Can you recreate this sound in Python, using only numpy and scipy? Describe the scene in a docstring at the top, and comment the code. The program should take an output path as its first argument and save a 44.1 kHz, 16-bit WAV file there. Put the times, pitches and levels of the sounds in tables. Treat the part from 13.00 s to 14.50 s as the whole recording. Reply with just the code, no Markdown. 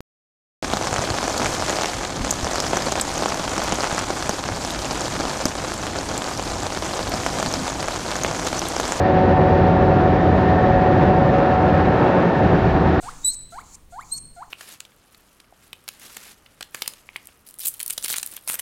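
"""On a table in a quiet room, a guinea pig wheeks four times. Each call opens with a low voiced chirp that
sweeps upward, then thins into a hiss of air through the tight throat, ending in a puff as it opens.
In the first and third call the hiss catches as a loud, pure squeal that rings on in the room.
Underneath: room noise, rumble, a soft rustle, two dull bumps and two faint tones."""
import sys
import numpy as np
from scipy import signal
from scipy.fft import rfft, irfft
from scipy.io import wavfile

SR = 44100
rng = np.random.default_rng(int(sys.argv[2]) if len(sys.argv) > 2 else 0)


def pcm_store(signal):
    """Save signal as 16-bit PCM."""
    levels = np.round(np.clip(np.atleast_2d(signal), -1, 1) * 32767)
    wavfile.write(sys.argv[1], SR, levels.astype(np.int16).T)


N = 66150
T = np.arange(N) / SR
ATTACK_S = 0.0022
JITTER, JITTER_S = 0.00077, 0.0025  # relative rms pitch deviation, its time scale


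def chirp(start, flip, end, low_hz, scoop_hz, bend, flip_hz, sweep_hz,
          db, overtone_db, swept_db, swept_overtone_db, air_db, harmonics=9):
    """A low tone settles, climbs and swells, then flips up into a thin whistle; air leaks alongside."""
    # Each row: share of the time to the flip, share of the pitch climb before bending, gain in dB.
    climb = [(0, 0, -14.5), (.16, 0.0053, -11), (.4, .1, -9), (0.599, .29, -7.5), (.8, .53, -5.5),
             (0.919, .75, -1.5), (1.001, 0.96, 1.5)]
    # Throat colour before and after the flip. Each row: frequency in Hz, overtone gain in dB.
    low_throat = [(1350, -7.5), (1620, -17), (1850, -29), (2200, -26), (2700, -40), (3200, -30),
                  (3700, -36), (4300, -22.5), (5200, -40), (6800, -27), (10000, -52)]
    thin_throat = [(2000, -16), (3300, -10), (4500, -10), (6000, -22.5), (7400, 2), (8600, -35),
                   (10400, -5.5), (11700, -25.5), (13200, -13.5), (15500, -32.5)]
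    # Leaking air. Each row: frequency in Hz, relative level in dB.
    air_colour = [(1500, -36), (3200, -11), (4400, -3), (5500, -9), (6700, 2), (8700, 1.5), (10000, -6),
                  (12000, -15), (13700, -9), (16000, -35)]
    scoop_s, sweep_s, flip_s, release_s = 0.0065, 0.041, 0.014, 0.0068
    sweep_jitter, shimmer_db, flicker_db, flicker_s = 0.0081, 2, 3.5, 0.002
    tilt_db_per_octave, air_fade_db, air_lead_s = -6.5, -6, 0.032

    progress = np.clip((T - start) / (flip - start), 0, 1)
    at, risen, climb_db = np.transpose(climb)
    hz = low_hz + (flip_hz - low_hz) * np.interp(progress, at, risen) ** bend
    hz += scoop_hz * np.exp(-np.maximum(T - start, 0) / scoop_s)
    hz += sweep_hz * (1 - np.exp(-np.maximum(T - flip, 0) / sweep_s))
    thin = ramp(flip, flip_s)
    phase = voice_phase(hz, JITTER + sweep_jitter * thin)
    tone = np.sin(phase)
    for k in range(2, harmonics + 1):
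        tilt_db = tilt_db_per_octave * progress ** 2 * np.log2(k / 2)  # purer towards the flip
        low_db = overtone_db + read(low_throat, k * hz) + tilt_db
        thin_db = swept_overtone_db + read(thin_throat, k * hz)
        partial_db = (1 - thin) * low_db + thin * thin_db
        partial_db += flicker_db * (1 - 1 / k) * wobble(flicker_s)
        tone += amp(partial_db) * np.sin(k * phase) * (k * hz < SR / 2)
    rising_db = db + np.interp(progress, at, climb_db)
    wavering_db = swept_db + shimmer_db * wobble(JITTER_S)
    tone *= amp((1 - thin) * rising_db + thin * wavering_db)
    tone *= ramp(start - ATTACK_S / 2, ATTACK_S)
    air = noise(air_colour) * amp(air_db + air_fade_db * progress) * ramp(start - air_lead_s, air_lead_s)
    return np.sqrt(2) * (tone + air) * (1 - ramp(end - release_s, release_s))


def squeal(curve):
    """The hiss catches as a clean, high whistle of three partials."""
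    at, hz, *partials_db = np.transpose(curve)
    phase = voice_phase(np.interp(T, at, hz), JITTER)
    tone = sum(amp(np.interp(T, at, db)) * np.sin(k * phase) for k, db in enumerate(partials_db, 1))
    return np.sqrt(2) * tone * gate(at[0], at[-1], ATTACK_S)


def hiss(start, puff, from_db, to_db, puff_db, puff_rise_s=0.0093, fade_s=0.0099):
    """Air through the tight throat swells and ends in a broader puff as the throat opens."""
    # Each row: frequency in Hz, relative level in dB.
    stream_colour = [(2500, -41), (3600, -21), (4350, -6), (5000, -12), (6500, 1), (7500, 1.5),
                     (8600, -15.5), (9500, -6.5), (12000, -29), (13800, -13.5), (16000, -28)]
    puff_colour = [(1000, -35), (2300, -14), (3400, -31), (4600, -11.5), (6000, -2.5), (7500, 3.5),
                   (8800, -4), (12000, -18), (14000, -22), (16000, -37)]
    stream = amp(np.interp(T, [start, puff], [from_db, to_db])) * ramp(start, fade_s)
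    burst = amp(puff_db) * np.exp(np.minimum(T - puff, 0) / puff_rise_s)
    return (noise(stream_colour) * stream + noise(puff_colour) * burst) * (1 - ramp(puff, fade_s))


def room(x, onset_s=0.006):
    """A diffuse tail, each band dying at its own rate."""
    # Each row: frequency in Hz, T60 in seconds, tail level in dB.
    bands = [(300, 0.22, 6), (1076, 0.73, -12), (2190, 0.56, -15.5), (4020, 0.76, -12.5), (8430, 0.49, -8),
             (8770, 0.66, 0.5), (12200, 0.47, -19.5)]
    hz, t, spectra = signal.stft(rng.standard_normal(N), SR, nperseg=256)
    t60_s, tail_db = read(bands, hz)[:, None], read(bands, hz, column=2)[:, None]
    rate = np.log(1000) / t60_s
    decay = np.exp(-rate * t) * np.sqrt(2 * rate / SR)  # unit energy
    tail = signal.istft(spectra * decay * amp(tail_db), SR)[1][:N]
    return signal.fftconvolve(x, tail * ramp(onset_s / 2, onset_s))[:N]


def room_noise(floor_db=-52.5):
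    """A steady noise floor under an uneven rumble and low-mid noise."""
    # Each row: frequency in Hz, relative level in dB.
    floor_colour = [(20, 1.5), (45, 0.5), (90, -9.5), (150, -10), (300, -22.5), (600, -24.5), (1500, -33),
                    (3000, -35), (7000, -38), (11000, -37), (16000, -38.5)]
    rumble_colour = [(8, 4), (25, 0), (50, -10), (90, -20), (160, -17), (300, -35), (700, -42.5),
                     (3000, -74)]
    low_mid_colour = [(60, -16), (150, -3), (280, -0.5), (380, -6), (500, -5), (700, -16), (1200, -14.5),
                      (2200, -15.5), (4000, -19.5), (9000, -30.5)]
    # Each row: time in seconds, level in dB.
    rumble_levels = [(0, -46), (.13, -41), (.3, -44.5), (.5, -47.5), (.7, -59.5), (1.0, -57), (1.2, -52),
                     (1.5, -53.5)]
    low_mid_levels = [(0, -56.5), (0.349, -61), (.72, -57.5), (0.852, -65), (1.1, -62.5), (1.2, -63),
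                      (1.35, -65.5), (1.5, -63.5)]
    floor = amp(floor_db) * noise(floor_colour)
    rumble = amp(np.interp(T, *np.transpose(rumble_levels))) * noise(rumble_colour)
    low_mid = amp(np.interp(T, *np.transpose(low_mid_levels))) * noise(low_mid_colour)
    return floor + rumble + low_mid


def rustle(start_s=0.019, rise_s=0.018, fall_at_s=0.089, db=-45.5, fall_db_per_s=72.5):
    """A soft rustle rises, holds and dies away."""
    # Each row: frequency in Hz, relative level in dB.
    colour = [(100, 7.5), (200, 2), (400, -12.5), (700, 2.5), (1200, 5.5), (2500, -4), (5000, -4),
              (9000, -2.5), (12000, -26), (16000, -25)]
    level_db = db - fall_db_per_s * np.maximum(T - fall_at_s, 0)
    return amp(level_db) * ramp(start_s, rise_s) * noise(colour)


def bumps():
    """Two soft, dull bumps: bell-shaped swells of low noise."""
    # Each row: centre in seconds, Gaussian width in seconds, level in dB.
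    swells = [(.05, 0.026, -49), (1.215, 0.061, -51.5)]
    # Each row: frequency in Hz, relative level in dB.
    colour = [(30, -30), (70, -4), (140, 4.5), (240, -4.5), (400, -19), (1500, -65)]
    envelope = sum(amp(db) * np.exp(-.5 * ((T - at) / width) ** 2) for at, width, db in swells)
    return envelope * noise(colour)


def faint_tone(start, end, hz, db):
    """A soft, unsteady low tone fades in and out."""
    return np.sqrt(2) * amp(db) * np.sin(voice_phase(hz, jitter=0.021)) * gate(start, end, fade_s=0.042)


def voice_phase(hz, jitter):
    """Phase along a pitch curve with relative jitter."""
    return 2 * np.pi * np.cumsum(hz * (1 + jitter * wobble(JITTER_S))) / SR


def wobble(seconds):
    """Random drift on the given time scale, rms 1."""
    return unit(signal.lfilter([1], [1, -np.exp(-1 / (seconds * SR))], rng.standard_normal(N)))


def noise(colour):
    """Noise with the given spectrum, rms 1."""
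    gain = amp(read(colour, np.fft.rfftfreq(N, 1 / SR)))
    return unit(irfft(rfft(rng.standard_normal(N)) * gain, N))


def read(points, hz, column=1):
    """Interpolates a table column over log frequency."""
    columns = np.transpose(points)
    return np.interp(np.log(hz + 1), np.log(columns[0] + 1), columns[column])


def ramp(start, length):
    """Smooth step from 0 to 1."""
    return np.sin(np.pi / 2 * np.clip((T - start) / length, 0, 1)) ** 2


def gate(start, end, fade_s):
    """Window with smooth edges."""
    return ramp(start, fade_s) * (1 - ramp(end - fade_s, fade_s))


def amp(db):
    """Decibels to gain."""
    return 10 ** (np.asarray(db) / 20)


def unit(x):
    """Scales to rms 1."""
    return x / np.sqrt(np.mean(x ** 2) + 1e-20)


def scene(hiss_send_db=-7):
    """Four calls, their ring in the room and the background; mono."""
    # Each row: start, flip and end in seconds, low pitch and opening scoop in Hz, bend (over 1 climbs
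    # late), flip pitch and sweep above it in Hz, then in dB: base level and overtone gain before the
    # flip, the same after it, starting air level.
    chirps = [(0.027, 0.089, 0.12, 703.5, 8.8, 1.01, 1169, 1965, -31.5, 1.5, -52, 0, -49),
              (0.522, 0.588, .623, 667.6, 10.5, 0.86, 1135, 2254, -33.5, 5.5, -53, 0, -55),
              (0.923, 0.993, 1.040, 691, 9, .95, 1111, 2060, -32.5, -1, -50, -1.5, -59),
              (1.364, 1.427, 1.450, 677.4, 85, 1.29, 1096, 2360, -34.5, 1, -57, -5, -62)]
    # Each row: time in seconds, pitch in Hz, levels of partials 1 to 3 in dB.
    long_squeal = [(.228, 3780, -64, -76, -90.5), (.243, 3780, -41, -45, -61),
                   (.248, 3905, -30, -18.5, -45.5), (.257, 3954, -27, -18, -41.5),
                   (.273, 3989, -28, -23.5, -37), (.284, 3947, -29.5, -16, -42),
                   (.292, 4027, -28, -23.5, -46), (.303, 4144, -32, -24.5, -45),
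                   (.314, 4210, -35.5, -36.5, -54), (.325, 4300, -40, -49, -69),
                   (.331, 4300, -52, -60, -81)]
    short_squeal = [(1.085, 3650, -68, -73, -92), (1.108, 4040, -60, -77.5, -85),
                    (1.116, 4133, -41.5, -43, -62), (1.122, 4126, -33.5, -25, -50),
                    (1.128, 4176, -34.5, -21.5, -66), (1.136, 4260, -35, -29.5, -41),
                    (1.146, 4319, -32.5, -48, -45), (1.158, 4336, -37.5, -49.5, -59),
                    (1.18, 4340, -53, -32, -74)]
    # Each row: start and puff time in seconds, start, end and puff levels in dB.
    hisses = [(0.12, 0.344, -54.5, -44.5, -38), (0.63, 0.751, -58.5, -48.5, -40),
              (1.038, 1.182, -56, -44.5, -37.5), (1.44, 1.6, -65.5, -65, -43)]
    # Each row: start and end in seconds, pitch in Hz, level in dB.
    faint_tones = [(0.007, 0.164, 492.7, -58), (0.115, 0.35, 276, -60)]
    voice = sum(chirp(*row) for row in chirps) + squeal(long_squeal) + squeal(short_squeal)
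    air = sum(hiss(*row) for row in hisses)
    tones = sum(faint_tone(*row) for row in faint_tones)
    reverb = room(voice + amp(hiss_send_db) * air)
    return (voice + air + reverb + room_noise() + rustle() + bumps() + tones)[None]


def record(dry, cutoff_hz=15900):
    """Steep low-pass band limit."""
    lowpass = signal.firwin(511, cutoff_hz, window=("kaiser", 9), fs=SR)
    return signal.oaconvolve(dry, lowpass[None], "same")


dry = scene()
out = record(dry)
pcm_store(out)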